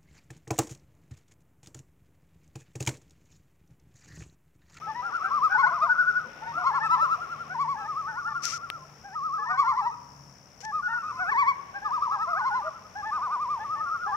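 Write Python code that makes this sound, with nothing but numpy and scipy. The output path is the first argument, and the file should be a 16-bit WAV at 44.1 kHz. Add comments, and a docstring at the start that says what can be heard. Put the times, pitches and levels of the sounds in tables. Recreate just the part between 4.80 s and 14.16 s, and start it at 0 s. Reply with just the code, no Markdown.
"""Several diving waterbirds give overlapping tremolo calls on a calm lake: gliding whistles with
a few overtones and breath hiss. The wooded shore answers with scattered, decaying noise echoes.
An insect buzzes to the left as pulsed, ringing noise; a far engine drones past as a few sinking sines.
Water laps as swelling noise and plops as short rising sines. Something rubs and ticks against the left
microphone port as gritty noise and brief snaps, all over a steady bed of lake air and hiss."""
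import sys
import numpy as np
from scipy import signal
from scipy.fft import rfft, irfft, next_fast_len
from scipy.io import wavfile
from scipy.ndimage import uniform_filter1d, map_coordinates

SR = 44100
rng = np.random.default_rng(int(sys.argv[2]) if len(sys.argv) > 2 else 0)


def linear_from_db(decibels):
    """Turn decibels (scalar or array-like) into linear amplitude factors; 0 gives 1."""
    return 10 ** (np.asarray(decibels, float) / 20)


def bounce(signal):
    """Save signal as a 16-bit WAV file at the path given by the first command-line argument."""
    frames = np.transpose(np.atleast_2d(signal))
    limited = np.clip(frames, -1, 1)
    pcm = np.round(limited * 32767).astype(np.int16)
    wavfile.write(sys.argv[1], SR, pcm)


N = 412769  # samples


def unit(x):
    """Scale to rms 1."""
    return x / np.sqrt(np.mean(x ** 2) + 1e-20)


def along(points, hz):
    """Read (Hz, value) points on a log frequency axis."""
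    point_hz, values = np.transpose(points)
    return np.interp(np.log(hz + 1), np.log(point_hz + 1), values)


def curves(rows):
    """One value per sample for each column after the time."""
    seconds, *columns = np.transpose(rows)
    return [np.interp(np.arange(N) / SR, seconds, column) for column in columns]


def wobble(rate):
    """A smooth random curve with rate knots a second."""
    knots = rng.standard_normal(int(N * rate / SR) + 4)
    return map_coordinates(knots, [np.arange(N) * rate / SR])


def filtered(x, response):
    """Multiply the spectrum of x by a response of frequency."""
    size = next_fast_len(N + SR // 2)
    return irfft(rfft(x, size) * response(np.fft.rfftfreq(size, 1 / SR)), size)[..., :N]


def add(track, start, sound):
    """Mix a sound into a track from the start time in seconds."""
    part = track[round(start * SR):][:len(sound)]
    part += sound[:len(part)]


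# Stereo likeness of the noises. Each row: frequency in Hz, left-right correlation (0-1).
STEREO_LIKENESS = [(40, 0.98), (300, 0.8), (700, 0.64), (1600, 0.22), (15000, 0)]
# Stereo balance of the noises. Each row: frequency in Hz, left over right in dB.
STEREO_LEAN = [(60, 1.5), (640, 2.5), (3100, 5), (6000, 8.5), (15000, -2)]


def pair(spectrum):
    """Stereo noise of rms 1: mid and side shares set the likeness, then a tilt per frequency pans it."""
    def mid_and_side(hz):
        angle = np.arccos(np.clip(along(STEREO_LIKENESS, hz), -1, 1)) / 2
        return linear_from_db(along(spectrum, hz)) * [np.cos(angle), np.sin(angle)]

    def balance(hz):
        return linear_from_db(along(STEREO_LEAN, hz) * [[.5], [-.5]])

    mid, side = filtered(rng.standard_normal((2, N)), mid_and_side)
    return unit(filtered(np.array([mid + side, mid - side]), balance))


# Upper overtones. Each row: multiple of the pitch, level in dB added to the flash level of the crest.
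UPPER_OVERTONES = [(3, -7.5), (4, -6), (5, -12.5), (6, -16.5), (7, -25.5), (8, -40.5)]
CHEST_THIRD_DB = -21  # third harmonic of the lowest notes, relative to their octave
OCTAVE_DIPS = .5  # extra dB that the head-voice octave loses per dB of dip


def phrase(start, end, octave_db, rows):
    """A whistle that swings between round crests and sharper troughs (s, Hz, dB), heard from start to end."""
    seconds, hz, db = np.transpose(rows)
    t = start + np.arange(int((end - start) * SR)) / SR
    place = np.interp(t, seconds, np.arange(len(seconds)))
    last_leg = len(seconds) - 2
    leg = np.minimum(place.astype(int), last_leg)
    turn = np.pi * (place - leg)
    middle_or_last = np.where(leg == last_leg, 1 - np.cos(turn / 2), (1 - np.cos(turn)) / 2)
    ease = np.where(leg == 0, np.sin(turn / 2), middle_or_last)
    # the power rounds the crests and sharpens the troughs
    rising = np.diff(hz)[leg] > 0
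    ease = np.where(rising, 1 - np.abs(1 - ease) ** 1.25, ease ** 1.25)
    pitch, level = (v[leg] + np.diff(v)[leg] * ease for v in (hz, db))
    phase = 2 * np.pi * (np.cumsum(pitch) / SR + rng.random())
    dip_db = level - db.max()

    head_db = min(octave_db, -20 if hz[1:3].max() < 1020 else -8)  # the head voice is nearly pure
    flash_db = min(head_db, -24) + 1.3 * dip_db  # upper overtones flash on the loud crests
    chest = np.clip((1010 - pitch) / 90, 0, 1)  # 1 = low voice, which takes the octave level as listed
    octave_level = chest * octave_db + (1 - chest) * (head_db + OCTAVE_DIPS * dip_db)
    tone = np.sin(phase) + linear_from_db(octave_level) * np.sin(2 * phase)
    tone += (hz[1] < 830) * chest * linear_from_db(octave_db + CHEST_THIRD_DB) * np.sin(3 * phase)
    tone += sum(linear_from_db(flash_db + under) * np.sin(k * phase) for k, under in UPPER_OVERTONES)
    edges = np.clip(np.minimum(t - start, end - t) / .017, 0, 1)  # 17 ms fades
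    return np.sqrt(2) * linear_from_db(level) * edges * tone


WAVER_PER_S = 11  # usual crests a second
DRAWN_OUT = .4  # a slow first rise or last fall reaches lower: power of its length
HELD_AFTER = 1.6  # the last fall lasts at most this many half wavers, then the low pitch is held
# Trough pitch. Each row: crest pitch in Hz, share of the pitch lost in a trough of usual depth (0-1).
TROUGH_PITCH_DROP = [(1050, 0.2272), (1250, 0.2162), (1400, 0.234), (1490, 0.1148)]
# Trough level. Each row: crest pitch in Hz, level lost in a trough of usual depth in dB.
TROUGH_LEVEL_DIP = [(1050, 8.6), (1250, 7.6), (1400, 12), (1490, 17.2)]


def tremolo(start, first, last, end, first_hz, last_hz, first_db, last_db, octave_db, depth=1):
    """Evenly spaced crests with troughs between; pitch and level glide from the first crest to the last."""
    count = max(round((last - first) * WAVER_PER_S), 1)
    half = (last - first) / count / 2
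    mean_hz = (first_hz + last_hz) / 2
    s = first + half * np.arange(-1, 2 * count + 3)
    s[0] = min(s[0], 0)
    s[-2] = last + np.clip(end - last, half, HELD_AFTER * half)
    s[-1] = max(s[-2], end) + half
    trough = 1. - np.arange(len(s)) % 2  # 0 at a crest, 1 in a trough
    trough[0], trough[-2:] = (np.array([first - s[0], s[-2] - last]) / half) ** DRAWN_OUT
    crest_hz = np.interp(s, [first, last], [first_hz, last_hz])
    crest_db = np.interp(s, [first, last], [first_db, last_db])
    hz = crest_hz * (1 - depth * along(TROUGH_PITCH_DROP, mean_hz) * trough)
    db = crest_db - depth * along(TROUGH_LEVEL_DIP, mean_hz) * trough
    return start, start + end, octave_db, np.transpose([start + s, hz, db])


# A note's rise to its crest: length, starting share of the pitch, starting level; then its final level (re crest).
RISE_S, RISE_FROM, RISE_DB, FADE_DB = .04, .84, -6, -3.5
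# A long note that leaps up sags first: time after the crest, share of the pitch, level; then its final level.
SAG_S, SAG_TO, SAG_DB, LEAP_DB = 0.034, .92, -3.5, 7


def note(crest, end, hz, db, end_hz, octave_db):
    """One rise to a crest, then a glide to the end pitch, by way of a sag if it leaps."""
    leaps = end - crest > .055 and end_hz > hz
    sag = [(crest + SAG_S, SAG_TO * hz, db + SAG_DB)] if leaps else []
    start = crest - RISE_S
    end_db = db + (LEAP_DB if leaps else FADE_DB)
    rows = [(start, RISE_FROM * hz, db + RISE_DB), (crest, hz, db), *sag, (end, end_hz, end_db)]
    return start, end, octave_db, rows


# Tremolo calls. Each row: start in seconds, then first crest, last crest and end in seconds after the start,
# first and last crest pitch in Hz, first and last crest level in dB before panning, octave overtone in dB
# re the fundamental (capped in the head voice), depth of the waver as a share of the usual (1 if left out).
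TREMOLO_CALLS = [(.212, 0.061, .33, 0.3, 1400, 1381, -30.5, -26, -28, .9),
                 (.5, 0.058, .152, 0.19, 1216, 1280, -24.5, -20.5, -33.5),
                 (0.704, 0.044, .142, .17, 1500, 1483, -21.5, -19.5, -51),
                 (.738, -.018, .15, 0.15, 1096, 1100, -21.5, -19.5, -16),
                 (.878, -0.0028, .154, .24, 1270, 1245, -26, -22.5, -28.5),
                 (1.083, 0.033, .293, 0.33, 1489, 1480, -18.5, -21.5, -53.5),
                 (1.14, -.01, .27, 0.35, 1397, 1286, -37, -40.5, -29.5),
                 (1.704, 0.094, .26, 0.3, 1391, 1403, -31.5, -29.5, -28.5),
                 (1.721, 0.047, .13, 0.14, 1252, 1245, -37.5, -29, -26),
                 (1.835, 0.048, .125, 0.17, 1084, 1114, -22.5, -24, -22),
                 (2.085, 0.046, .24, 0.28, 1335, 1317, -20.5, -23, -26.5),
                 (2.23, 0.019, .475, 0.46, 1420, 1383, -32, -36.5, -24),
                 (2.74, -0.014, .167, 0.23, 1147, 1132, -24, -25.5, -22),
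                 (3.071, 0.026, .22, .22, 1264, 1315, -31, -28.5, -50, .75),
                 (3.271, 0.027, .12, 0.17, 1500, 1444, -34, -34, -51),
                 (3.405, -0.018, .527, .65, 1420, 1388, -27.5, -38, -30, .9),
                 (4.349, 0.011, .305, 0.31, 1270, 1293, -30.5, -26, -36, .7),
                 (4.641, -0.024, .36, 0.38, 1250, 1173, -28.5, -27.5, -28),
                 (4.762, 0.042, .316, 0.35, 1127, 970, -21, -27, -19, .85),
                 (4.829, 0.039, .115, 0.13, 1398, 1377, -31.5, -35, -28, .5),
                 (5.014, 0.033, .12, 0.15, 1333, 1275, -36, -39.5, -17),
                 (6.02, 0.037, .129, 0.2, 1470, 1462, -28, -28, -35, .6),
                 (6.07, .04, .412, .44, 1400, 1280, -39.5, -35.5, -17),
                 (6.51, -0.0038, .186, 0.22, 1164, 1127, -19, -21, -9, .95),
                 (7.044, .011, .291, 0.32, 1242, 1307, -25.5, -25, -29, 1.2),
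                 (7.165, -0.019, .166, 0.23, 1210, 1137, -24.5, -31, -32),
                 (7.374, 0.055, .145, .2, 1300, 1290, -27.5, -28.5, -30),
                 (7.584, 0.00032, .185, 0.24, 1100, 1039, -23, -25, -21.5),
                 (7.593, 0.039, .14, 0.21, 1490, 1466, -30, -31, -32),
                 (7.85, .015, .208, 0.25, 1423, 1268, -37, -49, -32),
                 (8.301, 0.053, .414, .495, 1252, 1210, -26, -26.5, -30),
                 (8.84, -.008, .285, .34, 1270, 1275, -30, -30, -50, .6),
                 (9.05, 0.026, .175, 0.23, 1401, 1439, -32, -34, -39, .45),
                 (9.225, 0.018, .135, 0.14, 1289, 1230, -31.5, -24, -37)]
# Single notes. Each row: crest in seconds, end in seconds, crest pitch in Hz, crest level in dB before
# panning, end pitch in Hz, octave overtone in dB re the fundamental (capped in the head voice).
SINGLE_NOTES = [(0.048, 0.121, 1318, -38, 1060, -30), (.435, .48, 1330, -31, 1200, -32),
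                (0.102, 0.142, 882, -35, 815, -10.5), (0.181, 0.227, 977, -34, 997, -1.5),
                (0.254, 0.336, 816, -44, 1047, -4.5), (0.347, 0.39, 1480, -35.5, 1320, -30),
                (.46, 0.501, 770, -43.5, 840, 10), (0.726, 0.751, 799, -40, 833, 7.5),
                (0.894, 0.912, 711, -42, 830, 11), (1.056, 1.076, 685, -37, 850, 8.5),
                (1.693, 1.737, 937, -34, 890, -11.5), (1.803, 1.846, 730, -37.5, 685, 3.5),
                (1.945, 1.98, 866, -39.5, 710, 1.5), (2.037, 2.072, 903, -31.5, 746, 1.5),
                (2.059, 2.087, 1320, -27, 1190, -19), (2.145, 2.176, 1007, -25, 870, -21),
                (2.729, 2.749, 752, -42.5, 895, 9.5), (2.992, 3.08, 863, -39.5, 930, -6),
                (3.515, 3.575, 1200, -36, 990, -30), (3.011, 3.074, 1320, -39, 1070, -18),
                (3.302, 3.402, 909, -39, 1250, -8.5), (3.496, 3.537, 895, -41.5, 834, -2),
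                (4.27, 4.361, 815, -45, 1006, -4), (4.609, 4.657, 860, -43.5, 800, 2),
                (4.69, 4.737, 920, -39, 950, 3), (4.722, 4.776, 743, -39, 787, 7.5),
                (5.866, 5.926, 877, -35.5, 810, -3.5), (5.955, 6.016, 1256, -26.5, 1070, -35),
                (6.11, 6.157, 920, -37.5, 890, -3), (6.17, 6.195, 960, -42, 930, -12),
                (6.26, 6.33, 1251, -32, 1065, -29), (6.35, 6.408, 1040, -37, 973, -24),
                (6.419, 6.514, 748, -38.5, 928, 9), (6.971, 6.999, 814, -42.5, 740, 5),
                (7.051, 7.112, 863, -39.5, 690, 0), (7.347, 7.44, 850, -38.5, 990, -5),
                (7.505, 7.595, 707, -39, 872, 5.5), (7.555, 7.63, 1270, -31, 1020, -36),
                (7.845, 7.925, 1219, -36, 1060, -37), (7.872, 7.907, 639, -37.5, 623, -4),
                (8.189, 8.229, 848, -35.5, 765, -2.5), (8.257, 8.261, 1250, -32.5, 1240, -26),
                (8.278, 8.317, 881, -32.5, 817, -4), (8.825, 8.853, 870, -37.5, 990, -7),
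                (8.987, 9.026, 909, -42.5, 816, -2.5), (9.297, 9.358, 851, -34, 954, -7),
                (.945, 0.983, 700, -42, 640, 8.5), (1.645, 1.656, 910, -38, 970, -14),
                (1.661, 1.697, 743, -52, 670, 11.5), (2.205, 2.218, 901, -33, 940, -10),
                (0.528, 0.606, 1340, -35, 1166, -30)]
# Drift of the flock toward the centre. Each row: time in seconds, half of left over right in dB.
FLOCK_DRIFT = [(0, 2.5), (4, 1.43), (9.36, 0.9)]
# Rattle in the voices. One row: start in seconds, end in seconds, rattle rate in Hz, depth (0-1).
VOICE_RATTLE = (8.33, 8.57, 275, 0.3)
# Breath hiss colour. Each row: frequency in Hz, relative density in dB per Hz.
BREATH_COLOUR = [(1800, -10.5), (3000, -12.5), (5000, -0.5), (9000, -21)]


def birds():
    """Each phrase comes from its own spot ahead and left, with breath hiss; moving air makes it flutter."""
    left, right = np.zeros(N), np.zeros(N)
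    phrases = [tremolo(*row) for row in TREMOLO_CALLS] + [note(*row) for row in SINGLE_NOTES]
    spots = rng.standard_normal((len(phrases), 2))
    for plan, (lean, lag) in zip(phrases, spots):
        start = plan[0]
        call = phrase(*plan)
        lean_db = np.interp(start, *np.transpose(FLOCK_DRIFT)) + 0.2 * lean
        right_delay_s = abs(.00013 + .00004 * lag)
        add(left, start, linear_from_db(lean_db) * call)
        add(right, start + right_delay_s, linear_from_db(-lean_db) * call)
    voices = np.array([left, right])
    t = np.arange(N) / SR
    start, end, rattle_hz, depth = VOICE_RATTLE
    voices *= 1 + depth * (t > start) * (t < end) * np.cos(2 * np.pi * rattle_hz * t)
    effort = uniform_filter1d(np.abs(voices), 1800)  # mean loudness over 41 ms
    breath = linear_from_db(-36.5) * effort * pair(BREATH_COLOUR)
    flutter = linear_from_db(1.8 * wobble(70))
    return (voices + breath) * flutter


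# Decay of the shore's answer. Each row: frequency in Hz, time to fall by 60 dB in seconds.
SHORE_DECAY = [(600, .9), (1400, 1.0), (3000, .6), (8000, .3)]


def shore(calls):
    """Scattered echoes from water and trees, in uneven clumps; each frequency dies at its own speed."""
    hz, t, bins = signal.stft(rng.standard_normal((2, SR)), SR, nperseg=256)
    clumps_db = 3.5 * rng.standard_normal(len(t))
    decay_db = -60 * t / along(SHORE_DECAY, hz)[:, None]
    tail = signal.istft(bins * linear_from_db(clumps_db + decay_db), SR, nperseg=256)[1]
    tail = .3 * tail[0] + .8 * tail  # the two sides share some of their echoes
    shimmer = linear_from_db(2 * wobble(60))  # moving air blurs the echoes
    late = np.pad(calls * shimmer, ((0, 0), (round(.02 * SR), 0)))  # answers start 20 ms late
    return linear_from_db(-18.5) * signal.fftconvolve(late, tail / np.linalg.norm(tail[0]), axes=1)[:, :N]


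def insect():
    """Wing strokes about 68 times a second, each of three rasps, ring near 5.5 kHz."""
    phase = 2 * np.pi * np.cumsum(67.8 + .25 * wobble(1.5)) / SR
    strokes = linear_from_db(5.5 * np.cos(phase) + 4 * np.cos(3 * phase) + wobble(3))
    rasp = strokes * rng.standard_normal(N)

    def ring(hz):
        width = 1j * hz * 650  # 650 Hz wide resonance, passed twice
        return (width / (5500 ** 2 - hz * hz + width)) ** 2

    return linear_from_db([[-57], [-70]]) * unit(filtered(rasp, ring))


# Passing engine. Each row: time in seconds, firing pitch in Hz before its waver,
# level in dB to which each order adds its own.
ENGINE_PASS = [(0, 156.2, -55.5), (2.5, 151.6, -54.5), (4.5, 144.7, -55.5), (6, 133.8, -57),
               (7, 128, -81.5), (9.36, 120, -71)]


def engine():
    """A far engine: its firing tone sinks as it passes and wavers in the air."""
    hz, db = curves(ENGINE_PASS)
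    phase = 2 * np.pi * np.cumsum(hz * (1 + .006 * wobble(8))) / SR
    orders = [(.5, -25.5), (1, -5.0), (1.5, -13), (2, -19)]  # (multiple, dB)
    drone = sum(linear_from_db(db + level + 3.5 * wobble(7)) * np.sin(k * phase) for k, level in orders)
    return np.sqrt(2) * drone * linear_from_db([[1.1], [-1.1]])


# Swells of the lapping. Each row: time in seconds, level in dB before the random swell.
LAP_SWELLS = [(0, -51), (2, -49.5), (4, -57), (5.5, -61.5), (7, -53.5), (9.36, -53)]
# Nearer plops. Each row: time in seconds (10 ms after the onset), level in dB before envelope and panning,
# starting pitch in Hz.
NEAR_PLOPS = [(.5, -49, 398), (1.31, -47, 399), (1.455, -44, 480), (1.47, -42.5, 214), (1.49, -43, 520),
              (1.76, -42.5, 280), (2.23, -34.5, 570), (2.39, -36, 693), (3.98, -49, 560), (4.05, -47, 609),
              (4.12, -64, 704), (4.6, -43.5, 437), (5.07, -45, 600), (6.52, -44.5, 409), (9.27, -45.5, 396)]


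def water():
    """Ripples lap in uneven swells; trapped bubbles plop with rising pitch."""
    lap_colour = [(150, -31.5), (300, -8.5), (700, -2.5), (2500, -10.5), (7000, -39.5)]  # (Hz, dB per Hz)
    lap = linear_from_db(curves(LAP_SWELLS)[0] + wobble(4.1)) * pair(lap_colour)
    plops, t = np.zeros(N), np.arange(SR // 10) / SR
    # many fainter ones at random times, levels and pitches
    far_plops = rng.random((60, 3)) * [N / SR - .1, 7, 450] + [.02, -58, 300]
    for s, db, hz in [*NEAR_PLOPS, *far_plops]:
        envelope = linear_from_db(db - 60 * t / 0.13) * (1 - np.exp(-t / 0.004))
        add(plops, s - .01, envelope * np.sin(2 * np.pi * hz * t * (1 + 1.5 * t)))
    return lap + plops * linear_from_db([[1.2], [-1.2]])


# Strokes of rubbing, one list each. Each row: time in seconds, level in dB before panning.
RUB_STROKES = [
    [(3.62, -52.5), (3.64, -34), (3.7, -37), (3.75, -40.5), (3.78, -48.5)],
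    [(5.805, -50), (5.815, -48), (5.83, -56), (5.845, -51.5), (5.852, -42.5), (5.862, -71.5)],
]
# Colour of contact noise at the port. Each row: frequency in Hz, relative density in dB per Hz.
PORT_COLOUR = [(1060, -24), (1800, -10.5), (2300, -10), (4000, -17.5), (5690, 1), (8790, -24), (12700, -30),
               (15700, -49)]
# Ticks. Each row: time in seconds (0.4 ms after the onset), level in dB before envelope and panning,
# pitch in Hz.
PORT_TICKS = [(3.655, 10, 5650), (3.902, 5.5, 2580), (5.374, -54.5, 3900), (5.844, -41, 5050)]


def contact():
    """Gritty rubbing and short ticks at the left port, faint at the right."""
    gain, ticks, t = np.zeros(N), np.zeros(N), np.arange(SR // 100) / SR
    for rows in RUB_STROKES:
        s, db = np.transpose(rows)
        stroke_t = np.arange(s[0], s[-1], 1 / SR)
        add(gain, s[0], linear_from_db(np.interp(stroke_t, s, db)))
    grit = linear_from_db(1.4 * wobble(500)) * rng.standard_normal((2, N))
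    rub = gain * unit(filtered(grit, lambda hz: linear_from_db(along(PORT_COLOUR, hz))))
    for s, db, hz in PORT_TICKS:
        snap = np.sin(2 * np.pi * hz * t) + 0.17 * rng.standard_normal(len(t))
        envelope = linear_from_db(db - 60 * t / 0.0011) * (1 - np.exp(-t / 0.00046))
        add(ticks, s - .0004, envelope * snap)
    return rub * linear_from_db([[6], [-16]]) + ticks * linear_from_db([[3], [-12]])


# Colour of lake air and microphone hiss. Each row: frequency in Hz, relative density in dB per Hz.
AIR_COLOUR = [(18, -34.5), (30, -16), (49, -3), (141, 0), (220, -5.5), (352, -16.5), (610, -13.5),
              (1270, -15), (3920, -42.5), (5510, -15.5), (7740, -34), (15700, -36)]


def lake_air():
    """Lake air and microphone hiss: coloured stereo noise that swells slightly."""
    swell_db = 1.3 * wobble(4.4)
    return linear_from_db(-55 + swell_db) * pair(AIR_COLOUR)


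def scene():
    """Birds with their echoes over the lake's background."""
    calls = birds()
    return calls + shore(calls) + insect() + engine() + water() + contact() + lake_air()


def top_cut(x):
    """Nothing passes above the cut-off."""
    return signal.sosfilt(signal.butter(12, 16800, fs=SR, output="sos"), x)


def record(dry):
    """The microphones lose the deep bass below about 60 Hz and all treble from 15.77 kHz."""
    mix = filtered(dry, lambda hz: (hz < 15770) / np.sqrt(1 + (60 / (hz + 1)) ** 2))
    return top_cut(mix)


dry = scene()
out = record(dry)
bounce(out)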